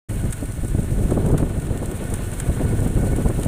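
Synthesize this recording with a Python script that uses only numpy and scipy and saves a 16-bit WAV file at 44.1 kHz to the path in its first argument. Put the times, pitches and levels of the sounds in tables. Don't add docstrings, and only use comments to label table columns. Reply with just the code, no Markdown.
import sys
import numpy as np
from scipy import signal
from scipy.fft import rfft, irfft
from scipy.io import wavfile
from scipy.ndimage import uniform_filter1d

SR = 44100
rng = np.random.default_rng(int(sys.argv[2]) if len(sys.argv) > 2 else 0)


def master_out(mix):
    frames = np.transpose(np.atleast_2d(mix))
    ceiling = np.clip(frames, -1, 1)
    pcm = np.round(ceiling * 32767).astype(np.int16)
    wavfile.write(sys.argv[1], SR, pcm)


def magnitude_from_level(level_db):
    exponent = np.asarray(level_db, float) / 20
    return 10 ** exponent


N = 153027

# time in seconds, level in dB.
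ROLLING = [(.1, -44.5), (.6, -47), (1.0, -44.5), (1.35, -47.5), (1.8, -47), (2.3, -44), (2.8, -44),
           (3.47, -44.5)]
# frequency in Hz, density in dB per Hz.
HISS_COLOUR = [(2500, -13.5), (4300, -20), (5000, -19.5), (7000, -12), (8800, -7), (10800, -13),
               (12500, -16), (15600, -13.5)]
# start in seconds, peak in dB, low ring in dB, length in seconds.
STONES = [(0.308, -31.5, -23, 0.0039), (0.3235, -21, -11.5, 0.0083), (0.332, -38, -13, 0.005),
          (0.613, -37, -10, 0.0051), (0.647, -29, -17, 0.0035), (0.68, -28, -42, 0.0057),
          (0.829, -31, -24, 0.0052), (1.107, -27, -5.5, 0.006), (1.261, -28, -12, 0.0048),
          (1.3763, -26, -4, 0.0089), (1.666, -35, -2, 0.0055), (1.774, -29.5, -5, 0.0034),
          (1.912, -46, 0, 0.005), (2.138, -21.5, -12.5, 0.0064), (2.155, -32, -14, 0.0054),
          (2.315, -29.5, -12, 0.005), (2.333, -28.5, -26, 0.0067), (2.372, -45, -12, 0.0061),
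          (2.3993, -19.5, -7.5, 0.0049), (2.846, -37, -27, 0.0045), (3.16, -26.5, -32, 0.0068),
          (3.22, -33, -14, 0.0059), (3.284, -29.5, -12, 0.0068), (3.4302, -24.5, -6, 0.0063)]
# frequency in Hz, width in Hz, level in dB.
EXHAUST_MODES = [
    (45.7, 17, 5),
    (102, 56, 8),
    (140.4, 14, -12.5),
]
# frequency in Hz, width in Hz, level in dB, throb in dB, share of mesh swell.
GEAR_WHINES = [
    (1474, 39, -53.5, 1.5, 0.99),
    (1798, 83, -58.5, -1, 0.61),
    (2204, 72, -60.5, 1.0, 1),
    (4240, 240, -69, 3.5, 0.47),
    (652, 210, -52.5, 2.5, 0.077),
]
# centre in seconds, whine lift in dB, half length in seconds.
MESH_SWELLS = [(1.81, 3, .03), (2.066, 7, .03), (2.598, 4, 0.021), (2.706, 9.5, 0.033), (2.835, 4, 0.0092),
               (3.018, 9, .04), (3.126, 11.5, 0.027), (3.205, 5, 0.021), (3.277, 7, 0.015)]
# frequency in Hz, density in dB per Hz.
CLATTER_COLOUR = [(300, 3.5), (900, 1), (1600, 0.5), (2300, -5), (2600, -4), (4250, -10.5), (4700, -25.5),
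                  (7000, -42)]
# time in seconds, exhaust level in dB.
THROTTLE_LEVEL = [(.1, 1.5), (.28, 4), (.4, -3), (.55, 2.5), (.8, -1), (1.3, 0.5), (1.7, -3), (2.0, -0.5),
                  (2.3, -2.5), (2.6, 2.5), (2.9, 2.5), (3.2, 0.5), (3.47, 2.5)]
# time in seconds, level in dB.
LOAD_LEVEL = [(.1, 2), (.6, -0.5), (1.2, 2), (1.7, 1), (2.1, 3), (2.6, 4), (3.0, 2), (3.47, 3.5)]
# time in seconds, level in dB, brightness in dB.
GUSTS = [(.1, -26, -4.5), (.28, -22, -10), (.33, -34, 10), (.45, -25.5, -5.5), (.66, -25, -10.5),
         (.9, -20, -12.5), (1.2, -20.5, 2.5), (1.44, -21.5, -1.5), (1.5, -25, 3), (1.8, -26, 5.5),
         (2.1, -27.5, 7.5), (2.42, -27.5, 5.5), (2.65, -21, -4), (2.9, -20.5, -2), (3.12, -21.5, -3),
         (3.33, -23.5, 2.5), (3.43, -23, 5.5), (3.47, -22.5, -10)]
# centre in seconds, treble lift in dB, bass lift in dB,
# half length in seconds.
PORT_BUFFETS = [(0.117, 8, 0.5, 0.0089), (0.169, 7.5, 2.5, 0.012), (0.261, 6.5, 5, 0.009),
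                (0.623, 1.5, 7.5, 0.01), (0.645, 9, 4, 0.014), (0.844, 5.5, -6, 0.008),
                (1.056, 4, 8, 0.011), (1.208, 0, -2.5, 0.005), (1.51, 4, 11.5, 0.008),
                (1.585, 6, 18, 0.0058), (1.756, 4.5, -2, 0.0081), (1.92, 5.5, -15, 0.019),
                (2.023, 6, 0, 0.016), (2.27, 2, 8, 0.0082), (2.464, 3, -1, 0.0062), (2.568, 6, -8, 0.007),
                (3.074, 8.5, -2, 0.0065), (3.185, 7, -2, 0.0047), (3.376, -1, 6.5, 0.0063),
                (3.462, 12, 13, 0.0043), (0.239, 7.5, 4, 0.018), (0.434, 11, 7.5, 0.013),
                (0.72, 5, 5, 0.0067), (0.752, 13.5, 6.5, 0.0087), (0.791, 13.5, 8.5, 0.013),
                (0.929, 4, 6, 0.014), (0.995, 6, 4, 0.02), (1.122, 9, 5, 0.0065), (1.175, 10.5, -3, 0.0073),
                (1.257, 7, 4.5, 0.018), (1.303, 9, -1, 0.0048), (1.339, 11.5, 12, 0.017),
                (1.404, 11, 2.0, 0.0054), (1.431, 12.5, 5, 0.0082), (1.711, 6.5, 5.5, 0.024),
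                (1.833, 5.5, 2, 0.021), (2.131, 8, 10.5, 0.018), (2.499, 8.5, 16, 0.015),
                (2.613, 6, 2, 0.022), (2.653, 11.5, 10, 0.009), (2.733, 4.5, 6, 0.012),
                (2.791, 7.5, 10.5, 0.0063), (2.833, 0.5, -0.5, 0.016), (2.865, 7.5, 9, 0.0046),
                (2.971, 5, 7, 0.014), (3.038, 10, 6, 0.013), (3.131, 9, 7, 0.012), (3.207, 7, 1, 0.019),
                (3.261, 11, 9.5, 0.01), (3.303, 9.5, 6.5, 0.0098)]
# start in seconds, peak in dB, length in seconds.
EDDY_SNAPS = [(0.422, -29, 0.0043), (0.713, -35, 0.0045), (0.788, -31, 0.0036), (1.11, -27, 0.005),
              (1.165, -27, 0.0046), (1.249, -32, 0.005), (1.291, -27, 0.0046), (1.332, -27, 0.0055),
              (1.39, -36, 0.0055), (1.427, -21, 0.005), (1.718, -36, 0.0046), (1.829, -30, 0.005),
              (1.915, -28, 0.005), (2.028, -25, 0.005), (2.124, -29, 0.005), (2.572, -28, 0.0059),
              (2.595, -22, 0.005), (2.65, -24, 0.0056), (2.789, -23, 0.0057), (2.96, -29, 0.0059),
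              (3.052, -25, 0.0057), (3.182, -37, 0.0043), (3.302, -26, 0.005)]
# frequency in Hz, density in dB per Hz.
WIND_COLOUR = [(10, -9), (22, 0.5), (42, 4), (65, -2.5), (125, -2.5), (300, -11), (500, -17.5),
               (1400, -43.5)]
# frequency in Hz, density in dB per Hz.
EDDY_COLOUR = [(15, 9), (40, 10), (130, 4), (350, -6.5), (800, -21.5), (1500, -63), (3000, -73)]


def noise():
    return rng.standard_normal(N)


def level(x, db):
    return x * magnitude_from_level(db) / np.sqrt(np.mean(x ** 2))


def curve(rows, axis=1):
    rows = np.array(rows)
    return np.interp(np.arange(N) / SR, rows[:, 0], rows[:, axis])


def colour(x, rows):
    hz, db = np.array(rows).T
    f = np.arange(N // 2 + 1) * SR / N + 1
    return irfft(rfft(x) * magnitude_from_level(np.interp(np.log(f), np.log(hz), db)), N)


def band(x, hz, width_hz):
    return signal.lfilter(*signal.iirpeak(hz, hz / width_hz, SR), x)


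def even(x, span_s):
    return x / np.sqrt(uniform_filter1d(x ** 2, int(span_s * SR)) + 1e-12)


def walk(rate):
    hold = int(SR / rate)
    steps = np.repeat(noise()[:N // hold + 1], hold)
    w = uniform_filter1d(uniform_filter1d(steps, hold), hold)[:N]
    w = w - uniform_filter1d(w, 4 * hold)
    return w / w.std()


def clicks(rate, spread_db):
    chance, sign, size = rng.random((3, N))
    return (chance < rate / SR) * np.sign(sign - .5) * magnitude_from_level(-spread_db * np.log(size + 0.00079))


def bursts(rows, db, rise):
    t, env = np.arange(N) / SR, np.zeros(N)
    for row, d in zip(rows, db):
        i = int(row[0] * SR)
        u = (t[i:i + SR // 5] - t[i]) / max(row[-1], .001)
        fall = np.exp(-u ** 2.1) + 0.13 * np.exp(-u / 3)
        env[i:i + SR // 5] += magnitude_from_level(d) * (1 - np.exp(-u / rise)) * fall
    return env


def bell(centre_s, half_s):
    return np.exp(-((np.arange(N) / SR - centre_s) / half_s) ** 2)


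def port(x):
    shaped = colour(x, [(800, -32)] + list(HISS_COLOUR))
    return shaped + band(shaped, 9000, 1800)


def tyre_hiss():
    grains = np.abs(clicks(rate=280, spread_db=4))
    grit = signal.lfilter([1], [1, -np.exp(-1 / (0.0033 * SR))], grains)
    return level(port(noise()), 0) + level(port(grit * noise()), -4.5)


def stones():
    rows = np.array(STONES)
    peak_db, ring_db = rows[:, 1], rows[:, 1] + rows[:, 2] + 5
    rattle = even(band(port(noise()), 7500.0, 6400.0), 0.0039) * magnitude_from_level(-4.5 + 1.26 * walk(500))
    ring = band(noise(), 1400, 260.0)
    buzz = 0.16 * band(noise(), 3440.0, 860.0)
    ring = even(ring + buzz, 0.0053)
    ticks = rattle * bursts(rows, peak_db, rise=0.17) + ring * bursts(rows, ring_db, rise=1.0)
    return ticks - 0.47 * band(ticks, 5650.0, 1800.0)


def tyres():
    hiss, ticks = tyre_hiss(), stones()
    return hiss * magnitude_from_level(curve(ROLLING) + 0.28 * walk(11.36) + 1.0 * walk(45.19) + 2.0) + ticks


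def valve_clatter(phase):
    decay = np.exp(-(phase % 1) / 2.56)
    return level(decay * magnitude_from_level(1.1 * walk(30.18)) * colour(noise(), CLATTER_COLOUR), -45.5)


def gear_whine(phase):
    mesh_db = sum(db * bell(s, max(half, .005)) for s, db, half in MESH_SWELLS)
    out = 0
    for hz, width_hz, db, throb_db, share in GEAR_WHINES:
        tone = even(band(band(noise(), hz, width_hz), hz, 1.05 * width_hz), 0.054)
        throb = throb_db * (walk(25.02) + 1.0 * np.sin(np.pi * phase))
        out = out + level(tone * magnitude_from_level(throb + share * mesh_db), db)
    return out


def exhaust(phase):
    pulses = np.diff(np.floor(phase), prepend=0) * magnitude_from_level(2.5 * walk(25))
    pipe = sum(magnitude_from_level(db) * band(band(pulses, hz, w), hz, w) for hz, w, db in EXHAUST_MODES)
    return level(pipe, -30) * magnitude_from_level(curve(THROTTLE_LEVEL))


def engine():
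    firing_hz = 20.21 * (1 + 0.02956 * walk(3))
    phase = np.cumsum(firing_hz) / SR
    thump = exhaust(phase)
    mechanism = valve_clatter(phase) + gear_whine(phase)
    return mechanism * magnitude_from_level(curve(LOAD_LEVEL)) + thump


def turbulence():
    air = colour(noise(), list(WIND_COLOUR) + [(3000, -77)])
    eddies = colour(clicks(rate=120, spread_db=3.5), EDDY_COLOUR)
    return level(air, 0) + level(eddies, -5)


def buffeting():
    gust = curve(GUSTS) - np.mean(curve(GUSTS))
    brightness = curve(GUSTS, axis=2)
    bells = [bell(s, max(half, .004)) for s, _, _, half in PORT_BUFFETS]
    lift_high, lift_low = (1.18 * np.array(PORT_BUFFETS)[:, k] @ bells for k in (1, 2))
    spectrum = rfft(turbulence())
    octaves = np.log2((np.arange(N // 2 + 1) * SR / N + 1) / 16)
    flutter, ripple, out = walk(22.03), walk(50), 0
    for step in range(9):
        high, mid = min(step / 6, 1), np.clip((step - 2) / 2, 0, 1)
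        gust_gain = 1 + (1.99 - 1) * high
        db = gust_gain * gust + high ** 2 * brightness
        db = db + (1 - mid) * lift_low + (mid + 0.29 * high ** 3) * lift_high
        db = db + (0.25 + 0.26 * high) * flutter + (0.5 + 2.0 * high) * ripple + 0.6 * walk(14)
        window = np.cos(np.pi / 2 * np.clip(octaves - step, -1, 1)) ** 2
        part = irfft(spectrum * window, N)
        out = out + magnitude_from_level(db) * part.std() * even(part, 0.035 + 0.091 * (1 - mid))
    return level(out, -19.5)


def snaps():
    snap_hz = 845
    crack = even(band(band(noise(), snap_hz, 1200.0), snap_hz, 1800.), 0.0027)
    crack = signal.sosfilt(signal.butter(4, 1900, fs=SR, output="sos"), crack)
    return crack * bursts(EDDY_SNAPS, np.array(EDDY_SNAPS)[:, 1] - 7.5, rise=0.23)


def wind():
    return buffeting() + snaps()


def scene():
    return (wind() + tyres() + engine())[None, :]


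def low_pass(x):
    return signal.sosfilt(signal.butter(12, 16610, fs=SR, output="sos"), x)


def record(dry):
    start_s, fade_s, limit, top_hz = 0.086, 0.0093, 0.48, 15480
    fade = np.clip((np.arange(N) / SR - start_s) / fade_s, 0, 1)
    soft = limit * np.tanh(dry * fade / limit)
    mix = signal.sosfilt(signal.ellip(12, .3, 90, top_hz, fs=SR, output="sos"), soft)
    return low_pass(mix)


dry = scene()
out = record(dry)
master_out(out)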